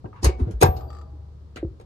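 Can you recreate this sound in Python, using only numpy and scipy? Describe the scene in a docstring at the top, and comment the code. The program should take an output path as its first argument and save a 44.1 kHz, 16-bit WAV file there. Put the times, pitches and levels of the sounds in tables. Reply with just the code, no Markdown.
"""Under a car in a workshop, over quiet room air and a low rumble, a gear linkage is pushed through two detents.
Steel parts scrape, strike and ring as decaying modes; mounts and floor pan thump with a pitch that settles.
From 0.75 s the body and steelwork hum on, then a joint creaks in short stick-slip ticks.
Near 1.6 s the linkage is eased once more. Thin pings of steel are scattered over the whole scene.
Two microphones hear it in stereo."""
import sys
import numpy as np
from scipy import signal
from scipy.fft import rfft, irfft, next_fast_len
from scipy.io import wavfile

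SR = 44100
rng = np.random.default_rng(int(sys.argv[2]) if len(sys.argv) > 2 else 0)


def pcm_store(signal):
    """Save signal as 16-bit PCM."""
    levels = np.round(np.clip(np.atleast_2d(signal), -1, 1) * 32767)
    wavfile.write(sys.argv[1], SR, levels.astype(np.int16).T)


N = 81585  # length in samples


def undb(db):
    """Amplitude ratio from a level: 20 dB for each factor of ten."""
    return 10 ** (np.asarray(db) / 20)


def along(hz, points, values):
    """Linear interpolation on a logarithmic frequency axis, with constant ends."""
    return np.interp(np.log(np.maximum(hz, 1)), np.log(points), values)


def shape(x, points, db):
    """Minimum-phase filtering: folding the cepstrum makes a magnitude response through f/Hz, level/dB causal."""
    size = next_fast_len(x.shape[-1] + 4096, True) // 2 * 2
    hz = np.arange(size // 2 + 1) * SR / size
    cepstrum = irfft(np.log(undb(along(hz, points, db))))
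    cepstrum[1:size // 2] *= 2
    cepstrum[size // 2 + 1:] = 0
    response = np.exp(rfft(cepstrum))
    return irfft(rfft(x, size) * response)[..., :x.shape[-1]]


def add(out, x, at):
    """Superposition: sounds add linearly, here from the time at/s onward."""
    i = max(int(at * SR), 0)
    out[..., i:i + x.shape[-1]] += x[..., :max(N - i, 0)]


def pair(likeness, size):
    """Partial coherence: shared and opposed noise spectra set the left-right correlation."""
    c = np.clip(likeness, -.99, .99)
    mid, side = rfft(rng.standard_normal((2, size)))
    opposed = side * np.array([[1], [-1]])
    return mid * np.sqrt((1 + c) / 2) + opposed * np.sqrt((1 - c) / 2)


def fade(t, t60):
    """Exponential damping: the level falls by 60 dB in t60."""
    return np.exp(-np.log(1000) * t / t60)


def dense_ring(table, stretch, size):
    """High modal overlap: countless modes act as noise whose bands each decay at their own rate."""
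    points, t60, db, likeness = np.array(table).T
    hz = np.arange(size // 2 + 1) * SR / size
    t = np.arange(size) / SR
    low_cut = hz ** 2 / (hz ** 2 + 70 ** 2)
    noise = pair(along(hz, points, likeness), size) * undb(along(hz, points, db)) * low_cut
    bands = np.eye(len(points))  # overlapping triangles, one for each table row
    return sum(irfft(noise * along(hz, points, band)) * fade(t, decay * stretch)
               for band, decay in zip(bands, t60))


def through(x, response):
    """Linear response: the output is the source convolved with the impulse response."""
    return signal.fftconvolve(np.atleast_2d(x), response, axes=-1)[:, :N]


def tone(hz, db, swell, t60, sag):
    """A driven mode: it swells, then decays freely; it starts sharp by the fraction sag and settles to hz."""
    sag_cycles = 1.3  # time constant of the settling, in periods
    t = np.arange(N // 2) / SR
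    turns = hz * t + sag * sag_cycles * (1 - np.exp(-hz * t / sag_cycles))
    rise = np.sin(np.pi / 2 * np.minimum(t / swell, 1))
    decay = fade(np.maximum(t - swell, 0), t60)
    return undb(db) * rise * decay * np.sin(2 * np.pi * turns)


def resonant(centre_hz, width_hz, likeness):
    """A single resonance selects a band of stereo noise, scaled to rms 1."""
    hz = np.arange((N + 1) // 2 + 1) * SR / (N + 1)
    resonance = 1 / (1 + (2 * (hz - centre_hz) / width_hz) ** 2)
    x = irfft(pair(likeness, size=N + 1) * resonance)[:, :N]
    return x / x.std()


def workshop():
    """Stationary noise: room air, more coherent between the sides at low frequency, and a resonant low rumble."""
    # relative spectrum of the room air, before low cut and scaling: f/Hz, level per Hz/dB
    air_spectrum = [(59, -43), (100, 5.5), (159, -11), (236, -20.5), (472, -23), (646, -34), (1290, -34.5),
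                    (1430, -41.5), (2600, -49), (4260, -45.5), (15000, -69)]
    air_db, rumble_db, rumble_hz = -49, -49, 68  # rms levels/dB, f/Hz
    hz = np.arange((N + 1) // 2 + 1) * SR / (N + 1)
    colour = undb(along(hz, *np.array(air_spectrum).T))
    low_cut = hz ** 2 / (hz ** 2 + 110 ** 2)
    likeness = 1 / (1 + (hz / 450) ** 2)
    air = irfft(pair(likeness, size=N + 1) * colour * low_cut)[:, :N]
    rumble = resonant(rumble_hz, 60, 0.87)
    return undb(air_db) * air / air.std() + undb(rumble_db) * rumble


def pings():
    """Lightly loaded modes: thin steel pings and squeaks swell and die at a steady pitch."""
    # pings: t/s, f/Hz, level/dB (peak), swell/s, t60/s
    ping_table = [(0.129, 1240, -42, 0.0016, 0.036), (0.141, 975, -51, 0.028, 0.12),
                  (.29, 2240, -51, 0.034, 0.31), (0.647, 13350, -42, .008, 0.42),
                  (.876, 4660, -56, 0.022, 0.11), (1.568, 1373, -38.5, 0.0022, 0.046)]
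    out = np.zeros(N)
    for at, hz, db, swell, t60 in ping_table:
        add(out, tone(hz, db, swell, t60, 0), at)
    return out


def creak():
    """Stick-slip friction: each slip of the joint is a tiny crack that rings its modes and echoes under the floor."""
    # slips: t/s, relative level/dB
    slips = [(0.807, 0), (0.902, 2.5), (0.928, 0.5), (0.948, 0), (0.966, -1.5), (0.985, -1), (1.012, -2)]
    # joint modes: f/Hz (mean, scattered at each slip), level/dB (before slip level and pan), t60/s
    joint_modes = [(1201.5, -50.5, 0.17), (1265, -44.5, 0.072), (1820, -53.5, 0.031), (4700, -66, 0.31),
                   (7620, -62, 0.05)]
    slip_s, pitch_scatter = 0.0022, 0.015  # build-up time of a slip, relative spread of each mode
    crack_db, crack_t60_s = -49, .05  # crack level before its filter
    echo_db, echo_t60_s = -9, .25
    pan_db = 5  # left minus right
    out = np.zeros((2, N))
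    t = np.arange(N // 8) / SR
    rise = np.minimum(t / slip_s, 1)
    for at, db in slips:
        ring = np.zeros(len(t))
        for hz, mode_db, t60 in joint_modes:
            pitch = hz * (1 + pitch_scatter * rng.standard_normal())
            ring += undb(mode_db) * fade(t, t60) * np.sin(2 * np.pi * pitch * t)
        crack = undb(crack_db) * fade(t, crack_t60_s) * rng.standard_normal((2, len(t)))
        crack = shape(crack, [5000, 13000], [0, -20])
        add(out, undb(db) * rise * (ring + crack), at)
    echo = rng.standard_normal((2, len(t))) * fade(t, echo_t60_s)
    out = out + undb(echo_db) * through(out, echo / np.linalg.norm(echo[0]))
    return out * undb(np.array([[pan_db], [-pan_db]]) / 2)


def body():
    """Low-frequency modes: knocks in the mounts boom under the floor pan; body and steelwork hum on."""
    # dull knocks in mounts and floor pan: t/s, settled f/Hz, level/dB (peak, without boom), swell/s, t60/s
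    thumps = [(0.048, 89, -27.5, 0.0036, 0.089), (0.2381, 64, -11.5, 0.0083, 0.34),
              (0.2679, 56.5, -5.5, 0.0055, 0.1), (.289, 356, -22, 0.0096, 0.049),
              (0.4, 240, -25, 0.011, 0.033), (0.415, 63.3, -9.5, 0.012, 0.12),
              (0.471, 98.1, -19.5, 0.0027, 0.17), (0.477, 330, -30.5, 0.026, 0.052),
              (0.501, 178.2, -32.5, 0.0053, 0.1), (0.534, 53.2, -21, 0.028, 0.21),
              (0.624, 83.2, -11, 0.017, 0.26), (0.631, 134.2, -12, 0.01, 0.099),
              (0.688, 60.3, -9, 0.0027, 0.08), (1.131, 301, -45.5, 0.0078, 0.089),
              (1.591, 59.3, -28, 0.089, 0.15), (1.6274, 523.5, -32, 0.0025, 0.099),
              (1.6285, 313.3, -18.5, 0.0042, 0.067), (1.647, 65.6, -16, 0.0027, 0.055),
              (1.650, 329.7, -27.5, 0.0016, 0.1)]
    # hum of the body and steelwork once the gear is in: f/Hz, level/dB (peak), t60/s
    hum_modes = [(62.9, -28.5, 0.69), (73.8, -31.5, 4.26), (118.7, -35, 1.03), (375, -45, 0.77),
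                 (812, -46, 1.17)]
    hum_from_s, sag = 0.75, 0.25  # a knock starts sharp by the fraction sag
    boom_db, boom_t60_s = -16, .5
    knocks, hum = np.zeros(N), np.zeros(N)
    t = np.arange(N) / SR
    for at, hz, db, swell, t60 in thumps:
        add(knocks, tone(hz, db, swell, t60, sag), at)
    humming = sum(undb(db) * fade(t, t60) * np.sin(2 * np.pi * hz * t) for hz, db, t60 in hum_modes)
    add(hum, humming, hum_from_s)
    boom = irfft(pair(0.78, size=32768))
    boom = boom * fade(t[:boom.shape[1]], boom_t60_s)
    return knocks + hum + undb(boom_db) * through(knocks, boom / np.linalg.norm(boom[0]))


def linkage():
    """Impact excitation: a swelling scrape and a blow drive dense casing modes, clear steel modes and the room."""
    # steel contacts: t/s, scrape build-up/s, level/dB of the force at each of the six strike_hz, ring length factor
    strikes = [(0.044, 0.00041, -14.5, -24.5, -34, -47, -75.5, -88, 0.91),
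               (0.057, 0.00097, -37, -40, -46, -40.5, -65.5, -93.5, 0.34),
               (.130, 0.001, -46, -48, -43, -42, -80.5, -85.5, 2),
               (.161, 0.0035, -49, -53.5, -39, -42, -67.5, -92, 2.3),
               (.232, 0.0038, -11.5, -15.5, -27, -44.5, -26.5, -46.5, 1.53),
               (0.2447, 0.0014, -6, -9.5, -10, -25, -20.5, -21.5, 0.8),
               (.256, 0.0016, -4.5, -11.5, -24, -21.5, -28.5, -40.5, 1.21),
               (.296, 0.0036, -22, -30.5, -34, -30, -49, -78.5, 0.56),
               (0.4, 0.011, -7.5, -33.5, -34, -39, -56, -66, 1.72),
               (0.478, 0.028, -20.5, -26.5, -48.5, -46, -66, -90.5, 2.5),
               (.511, 0.0014, -42.5, -50.5, -52.5, -42.5, -49, -58, 1),
               (0.6144, 0.0026, -1, -12, -15.5, -16.5, -22.5, -28, 1.18),
               (.625, 0.00089, 0, 1.5, -2.5, -15.5, -19, -39.5, .8),
               (.631, 0.00052, 3, 1, -2.5, -6, -28.5, -9.5, 0.23),
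               (.661, 0.0017, -6, -5.5, -15, -17.5, -42, -46.5, 0.57),
               (0.768, .003, -22, -41, -53, -49.5, -43.5, -69, 1.16),
               (1.5605, 0.00085, -25, -25.5, -39, -35, -39.5, -57, 0.66),
               (1.570, .0012, -25, -28.5, -42, -31, -44.5, -62, 0.93),
               (1.8, 0.0022, -22, -25.5, -41.5, -44, -56, -67.5, 0.25),
               (1.812, 0.0045, -31.5, -40, -49, -49, -58.5, -67.5, 0.58)]
    # points of the force spectrum: f/Hz
    strike_hz = [300, 600, 950, 1400, 5000, 12000]
    # dense casing modes: f/Hz, t60/s (before the ring length factor), relative level/dB, left-right likeness
    casing = [(100, .2, -12, .95), (200, .17, -11, .85), (350, .17, -1, .7), (630, .16, -5, -.3),
              (900, .17, 1, -.2), (1400, .18, -2, -.1), (2600, .15, -3, .05), (5000, .12, 0, .05),
              (7500, .11, -1, -.1), (10000, .1, 1, -.1), (15000, .08, -10, .6)]
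    # clear modes of linkage and casing: f/Hz, level/dB (relative to steel_db), t60/s, left-right phase/rad
    steel_modes = [(311.3, -16, .13, 0.36), (360.4, -15, 0.27, 0.35), (423, -17.5, .32, 0.5),
                   (486, -10, .2, .5), (555.6, -14.5, 0.34, 1.0), (676.4, -27.5, 0.57, .63),
                   (753, -7, 0.47, 2.23), (800.6, -5, 0.14, 2.1), (930, 2, .14, 2.3), (989, -3.5, .09, 3),
                   (1158, -7.5, 0.22, 2.2), (1588, -1.5, 0.13, 1.7), (2139, -3, 0.06, 2.5),
                   (2573, -5, 0.11, 1.4), (3820, -2.5, .11, 1.4), (4703, -9.5, .14, 3.0),
                   (5790, -3.5, .09, 1.4), (6580, 6, .07, 0.91)]
    # workshop echo: f/Hz, t60/s, level/dB, left-right likeness
    room = [(100, 1.0, -29.5, 0.94), (355, 1.6, -33.5, 0.27), (837, 1.4, -33.5, 0.0064),
            (2005, 0.29, -28, 0.12), (4984, 0.8, -41, 0), (12320, 0.16, -47, 0.52)]
    steel_db, scrape_db, grain_spread_db = -19, 3, 6  # scrape energy is relative to the blow
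    out, force = np.zeros((2, N)), np.zeros(N)
    lead = 1024  # samples of scrape ahead of the blow
    lag = (np.arange(4 * lead) - lead) / SR
    for at, build, *colour, stretch in strikes:
        grains = rng.standard_normal(len(lag)) * undb(grain_spread_db * rng.standard_normal(len(lag)))
        push = grains * np.exp(-abs(lag) / build) * (lag < 0)
        push *= undb(scrape_db) / np.linalg.norm(push)
        push[lead] = 1  # the blow
        push = shape(push, strike_hz, colour)
        start = at - lead / SR
        add(out, through(push, dense_ring(casing, stretch, size=12288)), start)
        add(force, push, start)
    t = np.arange(N) / SR
    modes = np.zeros((2, N))
    for hz, db, t60, lean in steel_modes:
        phase = np.array([[lean], [-lean]]) / 2
        modes += undb(db + steel_db) * fade(t, t60) * np.sin(2 * np.pi * hz * t + phase)
    echo = dense_ring(room, 1, size=65536)
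    return out + through(force, modes) + through(force, echo)


def scene():
    """Superposition of all sources at the two microphones."""
    return workshop() + pings() + creak() + body() + linkage()


def record(dry):
    """Transduction: the two ports colour the sides, bass and top are cut, and saturation rounds the peaks."""
    # left minus right at the microphones: f/Hz, level/dB
    balance = [(100, 1.47), (300, -2), (550, 3.5), (1100, 0), (2200, 1.5), (6000, 3), (8500, -5.5),
               (12500, -2.5)]
    low_hz, top_hz = 34, 15300  # filter edges; the bass cut runs forward and backward
    points, db = np.array(balance).T
    heard = np.array([shape(dry[0], points, db / 2), shape(dry[1], points, -db / 2)])
    heard = signal.sosfiltfilt(signal.butter(2, low_hz, "high", fs=SR, output="sos"), heard)
    heard = heard / (1 + (heard / .9) ** 8) ** (1 / 8)
    return signal.sosfilt(signal.ellip(10, .2, 90, top_hz, fs=SR, output="sos"), heard)


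dry = scene()
out = record(dry)
pcm_store(out)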